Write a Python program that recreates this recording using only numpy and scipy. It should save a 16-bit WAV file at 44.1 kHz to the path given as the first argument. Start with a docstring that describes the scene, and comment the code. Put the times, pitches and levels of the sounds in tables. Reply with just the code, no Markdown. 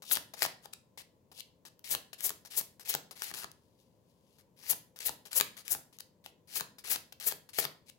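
"""Overhand card shuffle.

Large cards are shuffled close to two microphones, a little to the left, in a quiet room.
In each stroke a packet is picked up with a tick, drags along the deck, slips in with a bright swish
and taps home against the palm. Strokes come about three a second in runs, with idle fingering between.
Rubs and swishes are coloured noise under level curves; ticks, knocks and thuds are short filtered bursts.
Decaying noise gives the room's reflections; a faint steady rush is its air."""
import sys
import numpy as np
from scipy import signal
from scipy.fft import rfft, irfft
from scipy.io import wavfile
from scipy.ndimage import uniform_filter1d

SR = 44100
rng = np.random.default_rng(int(sys.argv[2]) if len(sys.argv) > 2 else 0)


def dump_mix(stems):
    """Bounce the given channels to the path in sys.argv[1] as a 16-bit WAV at rate SR."""
    frames = np.atleast_2d(stems).T  # one column per channel
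    limited = np.clip(frames, -1, 1)  # hard clip at full scale
    pcm = np.round(limited * 32767).astype(np.int16)
    wavfile.write(sys.argv[1], SR, pcm)


N = 351918

FILTER_HZ = np.maximum(np.fft.rfftfreq(4096, 1 / SR), 1)
STACK_HZ = 1000  # knock peak of the stack in the usual hold


def cards():
    """What the deck radiates in one direction: rubs, swishes, taps and palm thuds."""
    sliding = rubs(level_db=6.0, attack_s=0.0016, release_s=0.0022, snag_db=0)
    sliding += swishes(level_db=4.5, squareness=5.14)
    landing = taps(tick_db=9.0, crack_db=7.0, knock_db=8.5) + thuds(level_db=-41.0)
    return sliding + landing


# Overhand strokes; levels before each layer's gain: (drag start [s], drag start level [dB],
# mid-slip time [s], slip length [s], swish [dB], rub in the slip [dB], card resonance [Hz],
# landing time [s], edge crack [dB], landing knock [dB])
STROKES = [(0.047, -58.5, .127, 0.019, -23, -39, 2960, .171, -29.5, -31.5),
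           (0.364, -59, .434, 0.015, -31.5, -35.5, 1890, .462, -31, -38.5),
           (1.84, -49.5, 1.922, 0.024, -28, -41.5, 2090, 1.95, -27, -34),
           (2.18, -54.5, 2.256, .028, -27, -46.5, 1950, 2.305, -32.5, -41),
           (2.502, -50, 2.583, .019, -24.5, -43.5, 1930, 2.612, -36.5, -45.5),
           (2.848, -52, 2.899, .014, -25.5, -38.5, 1980, 2.9502, -23, -33),
           (3.154, -58, 3.237, .012, -37, -44.5, 1900, 3.314, -56, -42.5),
           (3.337, -41.5, 3.39, 0.042, -46.5, -46, 1470, 3.444, -38, -38.5),
           (4.563, -70, 4.708, .019, -24, -39, 1870, 4.732, -42, -41.5),
           (5.001, -45, 5.067, .017, -26.5, -42.5, 1900, 5.093, -31, -35),
           (5.309, -50.5, 5.375, .025, -23, -40, 1550, 5.4101, -19, -25.5),
           (5.648, -57, 5.722, 0.022, -26, -47, 1715, 5.7497, -37.5, -38),
           (6.472, -64.5, 6.57, 0.026, -32, -39.5, 2023, 6.6083, -31, -33),
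           (6.839, -46.5, 6.92, .027, -27, -38.5, 1832, 6.9597, -30, -38),
           (7.199, -48, 7.278, 0.022, -25, -41.5, 1780, 7.3228, -35, -38.5),
           (7.531, -51, 7.594, .014, -26.5, -38.5, 2050, 7.652, -29.5, -33)]
# Packet grips; level before gain: (time [s], length [s], level [dB], card resonance [Hz])
PICKUPS = [(0.022, 0.021, -48, 1230), (.337, 0.016, -45, 1066), (.975, 0.046, -47, 1965),
           (1.316, 0.017, -55, 1000), (1.652, 0.034, -50.5, 1566), (2.131, .016, -44.5, 1730),
           (2.45, 0.03, -50, 1525), (2.796, 0.04, -51.5, 1610), (3.11, .022, -47.5, 1200),
           (4.385, 0.036, -63, 1600), (4.96, 0.026, -53.5, 1480), (5.254, .03, -50, 1550),
           (5.568, 0.053, -48.5, 1400), (5.927, 0.045, -62, 2300), (6.241, 0.061, -60.5, 2200),
           (6.784, .028, -52, 1691), (7.124, 0.0069, -48, 1680), (7.49, 0.017, -52, 1590)]
# Stray cards pushed flush; level before gain:
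# (end time [s], length [s], end level [dB], card resonance [Hz])
NUDGES = [(0.657, 0.039, -54, 1200), (.736, 0.011, -46, 2270), (1.406, 0.069, -46.5, 2960),
          (6.006, .012, -46, 2030), (7.899, .04, -54, 2370)]
# Fingertips wandering over the resting deck, before gain: (time [s], level [dB])
FINGERING = [(3.55, -82.5), (3.77, -86), (3.8, -72.5), (3.88, -86.5), (4.04, -90), (4.1, -79.5),
             (4.17, -86), (4.38, -74.5)]
FINGERING_HZ = 2865
SLIP_PRESS_DB, PRESS_S = 7.5, 0.0048  # rub growth just before the packet lets go
BRAKE_DB = 5.5  # rub easing from release to landing
PICKUP_FADE_DB, NUDGE_SWELL_DB = 11.0, 21.0


def rubbing_moves():
    """Each card-on-card move as its level corners (time [s], level [dB]) and card resonance [Hz]."""
    moves = [(FINGERING, FINGERING_HZ)]
    for start, start_db, slip, length, _, db, hz, lands, *_ in STROKES:
        lets_go = slip - length / 2
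        corners = [
            (start, start_db),
            (lets_go - PRESS_S, db - SLIP_PRESS_DB),
            (lets_go, db),
            (lands, db - BRAKE_DB),
        ]
        moves.append((sorted(corners), hz))
    for s, length, db, hz in PICKUPS:
        moves.append(([(s, db), (s + length, db - PICKUP_FADE_DB)], hz))
    for s, length, db, hz in NUDGES:
        moves.append(([(s - length, db - NUDGE_SWELL_DB), (s, db)], hz))
    return moves


# Colour of rubbing cards: (frequency [Hz], relative level [dB])
RUB_COLOUR = [(100, 18.5), (600, 10), (1500, -8), (5000, 2), (7500, -2.5), (8800, -1.5), (10200, 1.5),
              (15500, -4.5)]


def rubs(level_db, attack_s, release_s, snag_db):
    """Dragging cards radiate best at their bending resonance, little below it, and snag at random."""
    out = np.zeros(N)
    for corners, hz in rubbing_moves():
        times, db = np.transpose(corners)
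        s, length = times[0], times[-1] - times[0]
        t = np.arange(int((length + 10 * release_s) * SR)) / SR
        attack = 1 - np.exp(-t / attack_s)
        release = np.exp(-np.maximum(t - length, 0) / release_s)
        pressure = from_db(level_db + np.interp(s + t, times, db)) * attack * release
        ratio = np.maximum(FILTER_HZ / hz, 0.1)
        resonance = ratio ** 2 / np.hypot(1 - ratio ** 2, 0.42 * ratio)
        card_db = 20 * np.log10(resonance) + grip(spread_db=1.2)
        colour_db = at_hz(RUB_COLOUR, FILTER_HZ) + card_db
        add(out, s, pressure * friction(len(t), colour_db, grain_db=3.0, catch_s=0.0018))
        # an edge catches and springs free, on average 30 times/s
        for i in np.flatnonzero(rng.random(len(t)) < 30 / SR):
            add(out, s + t[i], pressure[i] * from_db(snag_db) * knock(hz))
    return out


# Colour of a sliding packet: (frequency [Hz], relative level [dB])
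SWISH_COLOUR = [(330, -23), (520, -14.5), (1100, -22.5), (2200, -23), (4000, -15.5), (7400, -7.5),
                (9000, -8), (10100, -1.5), (15500, -2)]


def swishes(level_db, squareness):
    """A released packet slides in fast: a short bright hiss, loudest at mid-slip."""
    out = np.zeros(N)
    for _, _, mid_s, length, db, *_ in STROKES:
        t = np.arange(int(4 * length * SR)) / SR - 2 * length
        speed = 1 / np.sqrt(1 + np.abs(2 * t / length) ** squareness)
        colour_db = at_hz(SWISH_COLOUR, FILTER_HZ) + grip(spread_db=1.2)
        hiss = friction(len(t), colour_db, grain_db=2.0, catch_s=0.0008)
        add(out, mid_s - 2 * length, from_db(db + level_db) * speed * hiss)
    return out


# Single edges flicking free, before gain: (time [s], level [dB])
TICKS = [(.154, -29), (.392, -42), (1.793, -55.5), (2.207, -35.5), (2.2934, -30), (3.347, -41),
         (3.516, -49.5), (4.989, -43), (5.331, -33), (5.68, -34.5), (5.987, -45.5), (7.126, -48),
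         (7.2, -41)]
# Packet bumps on the way, before gain: (time [s], edge crack [dB], knock [dB], knock peak [Hz])
BUMPS = [(.1131, -35, -30, 1700), (.4213, -22.5, -25, 1720), (.429, -23.5, -30.5, 835),
         (.451, -38, -30.5, 1620), (.657, -65, -44.5, 1230), (3.2205, -31, -37.5, 1610),
         (6.2617, -40.5, -44, 2320), (6.919, -33, -35, 1720), (7.587, -26, -25, 596)]
NUDGE_TICK_DB = 6.0  # against the end of the rub
PICKUP_TICK_DB, PICKUP_KNOCK_DB = 0.0, -4.5  # against the start of the rub
# foremost card touches before the landing; levels against the landing
EDGE_LEAD_S, LEADING_EDGE_DB, LEADING_KNOCK_DB = 0.0098, -3.0, -7


def taps(tick_db, crack_db, knock_db):
    """Single edges only tick; a packet also knocks when picked up, bumped or landed."""
    out = np.zeros(N)
    pushed_flush = [(s, db + NUDGE_TICK_DB) for s, _, db, _ in NUDGES]
    for s, db in [*TICKS, *pushed_flush]:
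        add(out, s, from_db(db + tick_db) * crack())

    blows = list(BUMPS)
    for s, _, db, _ in PICKUPS:
        blows.append((s, db + PICKUP_TICK_DB, db + PICKUP_KNOCK_DB, STACK_HZ))
    for *_, card_hz, lands, edge_db, stack_db in STROKES:
        leading = edge_db + LEADING_EDGE_DB, stack_db + LEADING_KNOCK_DB
        blows.append((lands - EDGE_LEAD_S, *leading, card_hz))
        blows.append((lands, edge_db, stack_db, STACK_HZ))
    for s, edge_db, stack_db, hz in blows:
        add(out, s, from_db(edge_db + crack_db) * crack())
        add(out, s, from_db(stack_db + knock_db) * knock(hz))
    return out


# Colour of an edge snap: (frequency [Hz], relative level [dB])
CRACK_COLOUR = [(500, -27.5), (2000, -5), (4000, -3.5), (8800, -5.5), (10500, -5.5), (15500, -3)]


def crack():
    """The bright snap of a card's edge."""
    colour_db = at_hz(CRACK_COLOUR, FILTER_HZ) + grip(spread_db=1.4)
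    return contact(colour_db, decay_s=0.0011, clatter=2.4)


# Colour of a stack knock: (frequency [Hz], relative level [dB])
KNOCK_COLOUR = [(30, -31), (330, -9), (650, 0), (1200, -2.5), (1700, 1), (2200, -6), (4500, -2.5),
                (12000, -31.5)]


def knock(hz):
    """The dead, woody note of the stack, with a broad peak set by the hold."""
    peak_db = 6 / (1 + (np.log2(FILTER_HZ / hz) / 0.35) ** 2)
    return contact(at_hz(KNOCK_COLOUR, FILTER_HZ) + peak_db, decay_s=0.0017, clatter=1.8)


# Colour of the palm thud: (frequency [Hz], relative level [dB])
THUD_COLOUR = [(25, -31), (60, -8), (150, -1), (400, -7), (2500, -35)]
THUD_FOLLOWS = 0.45  # thud swing per landing-knock swing [dB/dB]


def thuds(level_db):
    """The soft palm takes the weight of each landing packet."""
    out = np.zeros(N)
    mean_db = np.mean([row[-1] for row in STROKES])
    for *_, lands, _, db in STROKES:
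        gain = from_db(level_db + THUD_FOLLOWS * (db - mean_db))
        add(out, lands, gain * contact(at_hz(THUD_COLOUR, FILTER_HZ), decay_s=0.014, clatter=1.9))
    return out


def friction(count, colour_db, grain_db, catch_s):
    """Countless tiny surface slips, bunched where edges catch; rms 1."""
    window = max(2, int(catch_s * SR))
    catches = rms_one(uniform_filter1d(rng.standard_normal(count), window))
    bunching = from_db(grain_db * np.clip(catches, -2.5, 2.5))
    slips = rng.standard_normal(count) * bunching
    return rms_one(signal.fftconvolve(slips, response(colour_db))[:count])


def contact(colour_db, decay_s, clatter):
    """One sharp touch plus the clatter of neighbouring cards; energy of 1 ms at rms 1."""
    t = np.arange(2048) / SR
    rattle = rms_one(rng.standard_normal(len(t)) * np.exp(-t / decay_s))
    hits = clatter * rattle / np.sqrt(len(t))
    hits[0] += 1
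    sound = signal.fftconvolve(hits, response(colour_db))
    return sound * np.sqrt(SR / 1000 / np.sum(sound ** 2))


def grip(spread_db):
    """Each hold of the deck reflects differently: random spectral peaks and dips [dB]."""
    knots_hz = np.geomspace(300, 16000, 28)
    return spread_db * np.interp(FILTER_HZ, knots_hz, rng.standard_normal(len(knots_hz)))


# Far (right) microphone against the near one: (frequency [Hz], level [dB])
FAR_SIDE = [(60, -6.5), (250, -5.5), (1000, -6), (4000, -10.5), (7400, -9), (8800, -1), (10200, -12.5)]
FAR_LAG_S = 0.00016


def microphones(near, aside, shared):
    """The left is close; the right hears the deck later, softer and partly from another side."""
    far = colour(shared * near + np.sqrt(1 - shared ** 2) * aside, FAR_SIDE)
    far = np.interp(np.arange(N) - FAR_LAG_S * SR, np.arange(N), far)
    echoes = [signal.fftconvolve(near, echo)[:N] for echo in reflections(wall_s=0.0013)]
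    return np.array([near, far]) + echoes


# Room response against the direct near sound: (frequency [Hz], level [dB])
ROOM_COLOUR = [(60, -13), (200, -1.5), (1000, -10.5), (3500, -10.5), (6000, -12.5), (15500, -17)]
# Reverberation time, 60 dB decay: (frequency [Hz], time [s])
ROOM_T60 = [(100, .6), (500, 0.36), (5000, 0.32), (16000, 0.23)]


def reflections(wall_s):
    """The walls' answer at both microphones builds up quickly and dies sooner in the treble."""
    t = np.arange(int(0.7 * SR)) / SR
    white = rfft(stereo_noise(len(t)))
    tail = np.zeros((2, len(t)))
    centres_hz = np.geomspace(60, 16000, 9)
    log_bins = np.log(np.maximum(np.fft.rfftfreq(len(t), 1 / SR), 1))
    build_up = 1 - np.exp(-(t / wall_s) ** 2)
    for hz, share in zip(centres_hz, np.eye(len(centres_hz))):
        fade = np.exp(-np.log(1000) * t / at_hz(ROOM_T60, hz)) * build_up
        band = irfft(white * np.interp(log_bins, np.log(centres_hz), share), len(t))
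        tail += band * fade / np.sqrt(2 * np.sum(fade ** 2))
    return [colour(side, ROOM_COLOUR) for side in tail]


# Colour of still air: (frequency [Hz], relative level [dB])
AIR_COLOUR = [(25, -32), (80, -10), (170, -6.5), (380, -15.5), (520, -11), (750, -25.5), (1000, -19),
              (1250, -35), (5500, -39.5), (7300, -38), (8400, -42.5), (15500, -39.5)]
AIR_MID_DB = -68.5  # midway between the channel gains


def air(lean_db):
    """A faint steady rush in the room, leaning left."""
    rush = rms_one(np.array([colour(side, AIR_COLOUR) for side in stereo_noise(N)]))
    return rush * from_db([[AIR_MID_DB + lean_db], [AIR_MID_DB - lean_db]])


# Likeness of diffuse sound at the two microphones: (frequency [Hz], correlation [-1..1])
LIKENESS = [(500, 0.778), (1200, 0.06), (2500, 0.14)]


def stereo_noise(count):
    """Diffuse noise at two microphones: alike in the bass, nearly unrelated in the treble."""
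    alike = at_hz(LIKENESS, np.maximum(np.fft.rfftfreq(count, 1 / SR), 1))
    mid = irfft(rfft(rng.standard_normal(count)) * np.sqrt(1 + alike), count)
    side = irfft(rfft(rng.standard_normal(count)) * np.sqrt(1 - alike), count)
    return np.array([mid + side, mid - side])


def from_db(db):
    """Decibels to gain."""
    return 10 ** (np.asarray(db) / 20)


def rms_one(x):
    """Scale to an rms of 1."""
    return x / np.sqrt(np.mean(x ** 2) + 1e-20)


def at_hz(points, hz):
    """Read a table on a log-frequency axis."""
    f, value = np.transpose(points)
    return np.interp(np.log(hz), np.log(f), value)


def response(db):
    """Causal minimum-phase impulse response with the given gains on FILTER_HZ."""
    cepstrum = irfft(np.log(from_db(db)))
    half = len(cepstrum) // 2
    cepstrum[1:half] *= 2  # fold onto positive time
    cepstrum[half + 1:] = 0
    return irfft(np.exp(rfft(cepstrum)))


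def colour(x, spectrum):
    """Filter by a table of (frequency [Hz], level [dB])."""
    return signal.oaconvolve(x, response(at_hz(spectrum, FILTER_HZ)))[:len(x)]


def add(track, s, sound):
    """Mix a sound into a track from time s [s]."""
    start = int(np.clip(round(s * SR), 0, N))
    track[start:start + len(sound)] += sound[:N - start]


def scene():
    """The deck at the two microphones, in the quiet room."""
    deck = microphones(near=cards(), aside=cards(), shared=0.66)
    return deck + air(lean_db=1.7)


def record(dry):
    """Steep low-pass at 15.9 kHz."""
    low_pass = signal.ellip(12, 0.1, 80, 15900, fs=SR, output="sos")
    return signal.sosfilt(low_pass, dry)


dry = scene()
out = record(dry)
dump_mix(out)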